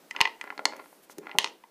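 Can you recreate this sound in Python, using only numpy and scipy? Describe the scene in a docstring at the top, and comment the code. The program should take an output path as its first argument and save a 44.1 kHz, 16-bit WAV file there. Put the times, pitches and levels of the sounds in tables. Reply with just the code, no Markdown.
"""An old wooden box is shifted between two hands on a glass table in a small, quiet room.
A latch ticks; at 0.2 s the lid clacks and the microphone overloads with a low thud. Dull taps follow as
the box rocks and its contents shift; wood rubs faintly on wood. A second clack comes at 0.65 s, then
fingers brush the varnish and bump the hollow box, nails ticking. At 1.39 s the hardest clack overloads
the microphone again; loose pieces chatter, lighter knocks trail off."""
import sys
import numpy as np
from scipy import signal
from scipy.fft import rfft, irfft, next_fast_len
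from scipy.io import wavfile

SR = 44100
rng = np.random.default_rng(int(sys.argv[2]) if len(sys.argv) > 2 else 0)


def store_wav(level_fs):
    """Save 16-bit WAV to argv[1]."""
    pcm = np.round(np.clip(np.atleast_2d(level_fs), -1, 1) * 32767)
    wavfile.write(sys.argv[1], SR, pcm.T.astype(np.int16))


N = 74970
TIME_S = np.arange(N) / SR

# room noise spectrum: freq_hz, gain_db
NOISE_SPECTRUM = [(25, -17.5), (70, -44.5), (110, -21), (170, -5.5), (300, 0.5), (600, -3.5), (3000, -15),
                  (7000, -18.5), (15000, -19.5)]
# diffuse reverberation: centre_hz, level_db, t60_s
REVERB_BANDS = [(100.7, -19.5, 0.36), (292, -3, 0.48), (990, -8, 0.23), (2135, -15.5, 0.27),
                (3945, -17.5, 0.27), (6100, -18.5, 0.25), (8560, -20.5, .28), (14200, -39, 0.45)]
# nearest walls: delay_s, level_db
WALL_ECHOES = [(0.0143, -24.5), (0.0326, -30.5)]
# standing waves: pitch_hz, peak_db, t60_s
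ROOM_MODES = [(376.7, 1, 0.08), (415, 2.5, 0.26)]

# skin brushing varnish: start_s, length_s, level_db, centre_hz
BRUSHES = [(0.737, 0.31, -63, 10380), (1.021, 0.037, -58.5, 11000), (1.09, 0.049, -53.5, 5830)]
# skin hiss spectrum: freq_hz, gain_db
BRUSH_SPECTRUM = [(300, -17), (1500, 10), (4000, 6.5), (8000, 4), (12000, 8.5), (15000, 3)]
# wood rubbing on wood: start_s, length_s, level_db
RUBS = [(0.135, 0.12, -41.5), (0.377, 0.19, -51.5), (0.682, 0.18, -51.5), (1.205, 0.18, -50)]

# soft finger bumps: start_s, level_db, contact_lowpass_hz, spot_hz, spot_boost_db
BUMPS = [(0.023, -39.5, 300, 213, 29), (1.1745, -20.5, 450, 330, 12.5), (1.1839, -2.5, 480, 403, 9),
         (1.3469, -10, 700, 200, 12.5), (1.352, -4, 900, 794, 6.5), (1.3677, -17.5, 900, 420, 13)]
# hollow box under a soft touch: pitch_hz, peak_db, t60_s
HOLLOW_MODES = [(169, 4.5, 0.042), (325.5, -1, 0.018), (378.4, 2.5, 0.014), (546, 0.5, 0.012),
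                (802, 9.5, 0.04)]
# small bright ticks of latch and fingernails: start_s, level_db
TICKS = [(0.1068, -12), (0.439, -11), (.7650, -8.5), (1.1828, 1)]
# tick spectrum: freq_hz, gain_db
TICK_SPECTRUM = [(1000, -21.5), (2300, -12), (4000, -20), (6500, -13), (8000, -20.5), (11700, -15.5),
                 (14200, -22.5)]

# dense weak modes crackling after a contact: freq_hz, gain_db
CRACK_SPECTRUM = [(60, -43.5), (200, -25), (450, -0.5), (1300, -2), (3100, 6.5), (6000, 5.5), (10000, 5),
                  (12500, -6.5), (15000, 4.5)]
# dull taps: start_s, level_db, contact_lowpass_hz, spot_hz, spot_boost_db
TAPS = [ (.1500, -25.5, 3040, 1400, 18), (0.4409, -13.5, 2700, 1770, 6), (0.4756, -13, 2370, 1870, 10),
        (0.5036, -8, 3040, 1950, 11.5), (0.525, -19.5, 2100, 1030, 11.5), (0.5782, -8.5, 4660, 322, 6),
        (0.593, -1.5, 2670, 790, 4), (.6552, 3, 2920, 2380, 12.5), (0.7238, -8.5, 2370, 715, -6.5),
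        (0.735, -8, 2170, 1300, -2), (0.7984, -12.5, 2560, 940, 2.5), (0.8425, -23.5, 2690, 890, 3),
        (0.8591, -18.5, 2600, 2070, 1), (.9285, -26, 1890, 540, 12.5), (1.0978, -17, 2470, 396, 5.5),
        (1.2698, -9, 2580, 2030, 4.5), (1.2946, -13, 3130, 900, 5.5)]
# whole loaded box: pitch_hz, peak_db, t60_s
BOX_MODES = [(308, 0, 0.052), (409, -3, .035), (556, 5.5, 0.014), (837, 6.5, 0.013), (994, 1, 0.025),
             (1371, 3, 0.02), (1667, 1, 0.022), (2008, 5, 0.014), (3000, -2.5, 0.079), (4140, -2.5, 0.0042)]

# low thuds of the microphone overloading: start_s, level_db
OVERLOAD_THUDS = [(0.2108, 0.5), (1.3856, -5)]
# lid on box: start_s, level_db, contact_lowpass_hz, spot_hz, spot_boost_db, grip_choke_cycles
LID_KNOCKS = [ (.1104, -23, 8300, 2050, 14.5, 300), (.1637, -14, 3960, 2740, 10.5, 100),
              (.2060, 1.5, 3500, 870, 3.5, 100), (.2129, -4, 9300, 2650, 16.5, 70),
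              (.2212, -24, 2927, 955, 25, 100), (.2516, -11.5, 3100, 2020, 6, 100),
              (.2543, -6.5, 3260, 2000, 11.5, 300), (.2742, -7.5, 2670, 930, 4.5, 200),
              (.4124, -23, 7260, 1900, 17, 250), (.6544, -5, 8000, 4280, 13, 70),
              (.6556, -15, 12300, 6140, 15, 200), (1.3144, -23, 3120, 2610, 9.5, 120),
              (1.3860, 4.5, 15740, 3250, 13, 26), (1.4443, -6.5, 6600, 3100, 7.5, 70),
              (1.4611, -13.5, 3550, 1010, 2, 100), (1.4737, -15.5, 3150, 1990, 1.5, 120),
              (1.6384, -38, 3240, 980, 17, 150)]
# lid wood, ungripped: pitch_hz, peak_db, t60_s
LID_MODES = [(435, 7.5, 0.013), (913, 15, 0.075), (966, 16, 0.028), (1294, 10.5, 0.17), (2011, 22, 0.044),
             (2450, 11.5, 0.02), (2826, 13, 0.011), (3460, 3.5, 0.01), (4234, 14.5, 0.03), (4980, 12, 0.01),
             (6214, 14, 0.016), (7130, -3.5, 0.02), (9900, 3.5, 0.0054), (13780, 8.5, 0.0041)]


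def from_db(db):
    """Decibels to gain."""
    return 10 ** (np.asarray(db) / 20)


def unit_rms(x):
    """Scale to rms 1."""
    return x / np.sqrt(np.mean(x ** 2) + 1e-20)


def add(out, start_s, x):
    """Mix x into out from start_s on."""
    i = max(int(round(start_s * SR)), 0)
    out[i:i + len(x)] += x[:len(out) - i]


def decay(t60_s, size):
    """Exponential decay of energy 1."""
    fade = from_db(-60 * TIME_S[:size] / t60_s)
    return fade / np.linalg.norm(fade)


def stroke(start_s, length_s, level_db):
    """Half-sine swell and fade."""
    return from_db(level_db) * np.sin(np.pi * np.clip((TIME_S - start_s) / length_s, 0, 1))


def lowpass(x, cutoff_hz):
    """Treble roll-off, third order."""
    return signal.sosfilt(signal.butter(3, cutoff_hz, fs=SR, output="sos"), x)


def highpass(x, cutoff_hz, order=2):
    """Bass roll-off."""
    return signal.sosfilt(signal.butter(order, cutoff_hz, "high", fs=SR, output="sos"), x)


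def colour(x, spectrum):
    """Minimum-phase filter through (freq_hz, gain_db) points."""
    freq_hz, gain_db = np.transpose(spectrum)
    size = 2 * next_fast_len(len(x))
    bins_hz = np.maximum(np.fft.rfftfreq(size, 1 / SR), 1)
    gain = from_db(np.interp(np.log(bins_hz), np.log(freq_hz), gain_db))
    cepstrum = irfft(np.log(gain))[:size // 2]
    cepstrum[1:] *= 2
    return irfft(rfft(x, size) * np.exp(rfft(cepstrum, size)))[:len(x)]


def resonate(x, pitch_hz, width_hz):
    """One resonance, peak gain 1."""
    radius = np.exp(-np.pi * width_hz / SR)
    feedforward = np.array([1, 0, -1]) * (1 - radius ** 2) / 2
    feedback = [1, -2 * radius * np.cos(2 * np.pi * pitch_hz / SR), radius ** 2]
    return signal.lfilter(feedforward, feedback, x + 1e-18)


def body(x, modes, spread_db=0):
    """Parallel modes driven by x, levels randomised by spread_db."""
    out = np.zeros(len(x))
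    for pitch_hz, peak_db, t60_s in modes:
        gain = from_db(peak_db + spread_db * rng.standard_normal())
        out += gain * resonate(x, pitch_hz, width_hz=np.log(1000) / (np.pi * t60_s))
    return out


def burst(spectrum, t60_s, snap_gain=0):
    """Dying noise and an optional first snap, coloured together."""
    size = N // 16
    spray = rng.standard_normal(size) * decay(t60_s, size)
    return colour(spray + snap_gain * signal.unit_impulse(size), spectrum)


def ringing(modes, crack_db=0, crack_envelope=1):
    """Wood after a blow: a fresh crack, and modes weighted anew."""
    crack = from_db(crack_db) * burst(CRACK_SPECTRUM, t60_s=0.018, snap_gain=from_db(-7))
    return crack_envelope * crack + body(signal.unit_impulse(len(crack)), modes, spread_db=3.25)


def strike(ring, level_db, contact_lowpass_hz, spot_hz, spot_boost_db):
    """One blow: a softer contact has less treble; the spot struck weights one band."""
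    softened = lowpass(ring, contact_lowpass_hz)
    spot_band = resonate(softened, spot_hz, width_hz=spot_hz / 3)
    return from_db(level_db) * (softened + (from_db(spot_boost_db) - 1) * spot_band)


def slips(rate_per_s=820):
    """Tiny contacts at random moments."""
    return (rng.random(N) < rate_per_s / SR) * rng.standard_normal(N)


def room_noise(start_db=-58, fall_db_per_s=3):
    """Quiet hush, sinking slightly."""
    hush = unit_rms(colour(rng.standard_normal(N), NOISE_SPECTRUM))
    return from_db(start_db - fall_db_per_s * TIME_S) * hush


def room_reverb(x, predelay_s=0.0076):
    """Diffuse tail decaying by band, near scatter, two wall echoes, low standing waves."""
    noise_bins = rfft(rng.standard_normal(N))
    log_bins = np.log(np.maximum(np.fft.rfftfreq(N, 1 / SR), 1))
    log_centres = np.log([band[0] for band in REVERB_BANDS])
    tail = np.zeros(N)
    for selector, (_, level_db, t60_s) in zip(np.eye(len(REVERB_BANDS)), REVERB_BANDS):
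        band = irfft(noise_bins * np.interp(log_bins, log_centres, selector), N)
        add(tail, predelay_s, from_db(level_db) * band * decay(t60_s, N))
    early = from_db(-11) * rng.standard_normal(N) * decay(t60_s=0.033, size=N)   # off table and hands
    for delay_s, level_db in WALL_ECHOES:
        add(early, delay_s, from_db([level_db]))
    add(tail, predelay_s, body(signal.unit_impulse(N), ROOM_MODES))
    return signal.fftconvolve(x, tail + lowpass(early, cutoff_hz=7000))[:N]


def skin_brushes(boost_db=6.5):
    """Skin hisses smoothly over varnish, one band lifted per stroke."""
    out = np.zeros(N)
    hiss = colour(rng.standard_normal(N), BRUSH_SPECTRUM)
    for *swell, centre_hz in BRUSHES:
        lift = (from_db(boost_db) - 1) * resonate(hiss, centre_hz, width_hz=4500)
        out += stroke(*swell) * unit_rms(hiss + lift)
    return out


def wood_rubs():
    """Wood slips on wood in tiny jerks that ring the box."""
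    scrape = unit_rms(lowpass(body(slips(), BOX_MODES), cutoff_hz=2640))
    return scrape * sum(stroke(*rub) for rub in RUBS)


def loose_rattle(centre_hz=5500):
    """Loose pieces chatter brightly after the hardest clack, then settle."""
    width_hz = centre_hz / 3
    chatter = resonate(resonate(slips(), centre_hz, width_hz), centre_hz, width_hz)
    return stroke(start_s=1.392, length_s=0.11, level_db=-50) * unit_rms(chatter)


def latch_and_nail_ticks():
    """Latch and fingernails make small bright ticks."""
    out = np.zeros(N)
    for start_s, level_db in TICKS:
        add(out, start_s, from_db(level_db) * burst(TICK_SPECTRUM, t60_s=0.018))
    return out


def finger_bumps():
    """Soft fingertips ring the hollow box."""
    out = np.zeros(N)
    hollow = body(signal.unit_impulse(N // 8), HOLLOW_MODES)
    for start_s, *blow in BUMPS:
        add(out, start_s, strike(hollow, *blow))
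    return out


def box_taps():
    """The box rocks and its contents shift; each dull tap rings the whole loaded box."""
    out = np.zeros(N)
    for start_s, *blow in TAPS:
        add(out, start_s, strike(ringing(BOX_MODES, crack_db=-14), *blow))
    return out


def overload_thuds():
    """Low thud of the microphone overloading: a low-passed pulse at each of the two hardest clacks."""
    pulses = np.zeros(N)
    for start_s, level_db in OVERLOAD_THUDS:
        add(pulses, start_s, from_db([level_db]))
    return lowpass(pulses, cutoff_hz=232.4)


def gripped(modes, choke_cycles):
    """A grip damps every mode, the high ones soonest."""
    pitch_hz, peak_db, t60_s = np.transpose(modes)
    remaining = 1 / (1 + t60_s * pitch_hz / choke_cycles)
    return np.transpose([pitch_hz, peak_db + 20 * np.log10(remaining), t60_s * remaining])


def lid_clacks():
    """The lid strikes the box; the firmer the grip, the drier the clack."""
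    out = np.zeros(N)
    for start_s, level_db, contact_lowpass_hz, spot_hz, spot_boost_db, choke_cycles in LID_KNOCKS:
        choke = decay(t60_s=choke_cycles / spot_hz, size=N // 16)
        wood = ringing(gripped(LID_MODES, choke_cycles), crack_envelope=choke / choke[0])
        add(out, start_s, strike(wood, level_db, contact_lowpass_hz, spot_hz, spot_boost_db))
    return highpass(out, cutoff_hz=392)   # the lid's clacks carry little bass


def scene():
    """The box close to the microphone, the room around it; mono."""
    handling = lid_clacks() + box_taps() + finger_bumps() + latch_and_nail_ticks()
    handling += skin_brushes() + wood_rubs() + loose_rattle()
    box = highpass(handling, cutoff_hz=176, order=4)   # microphone bass roll-off
    return (box + room_reverb(box) + overload_thuds() + room_noise())[None]


def record(dry, ceiling=0.72, cutoff_hz=15300):
    """The loudest clacks overload the microphone; the top is cut steeply."""
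    clipped = dry / (1 + (dry / ceiling) ** 8) ** (1 / 8)
    return signal.sosfilt(signal.ellip(10, 0.2, 70, cutoff_hz, fs=SR, output="sos"), clipped)


dry = scene()
out = record(dry)
store_wav(out)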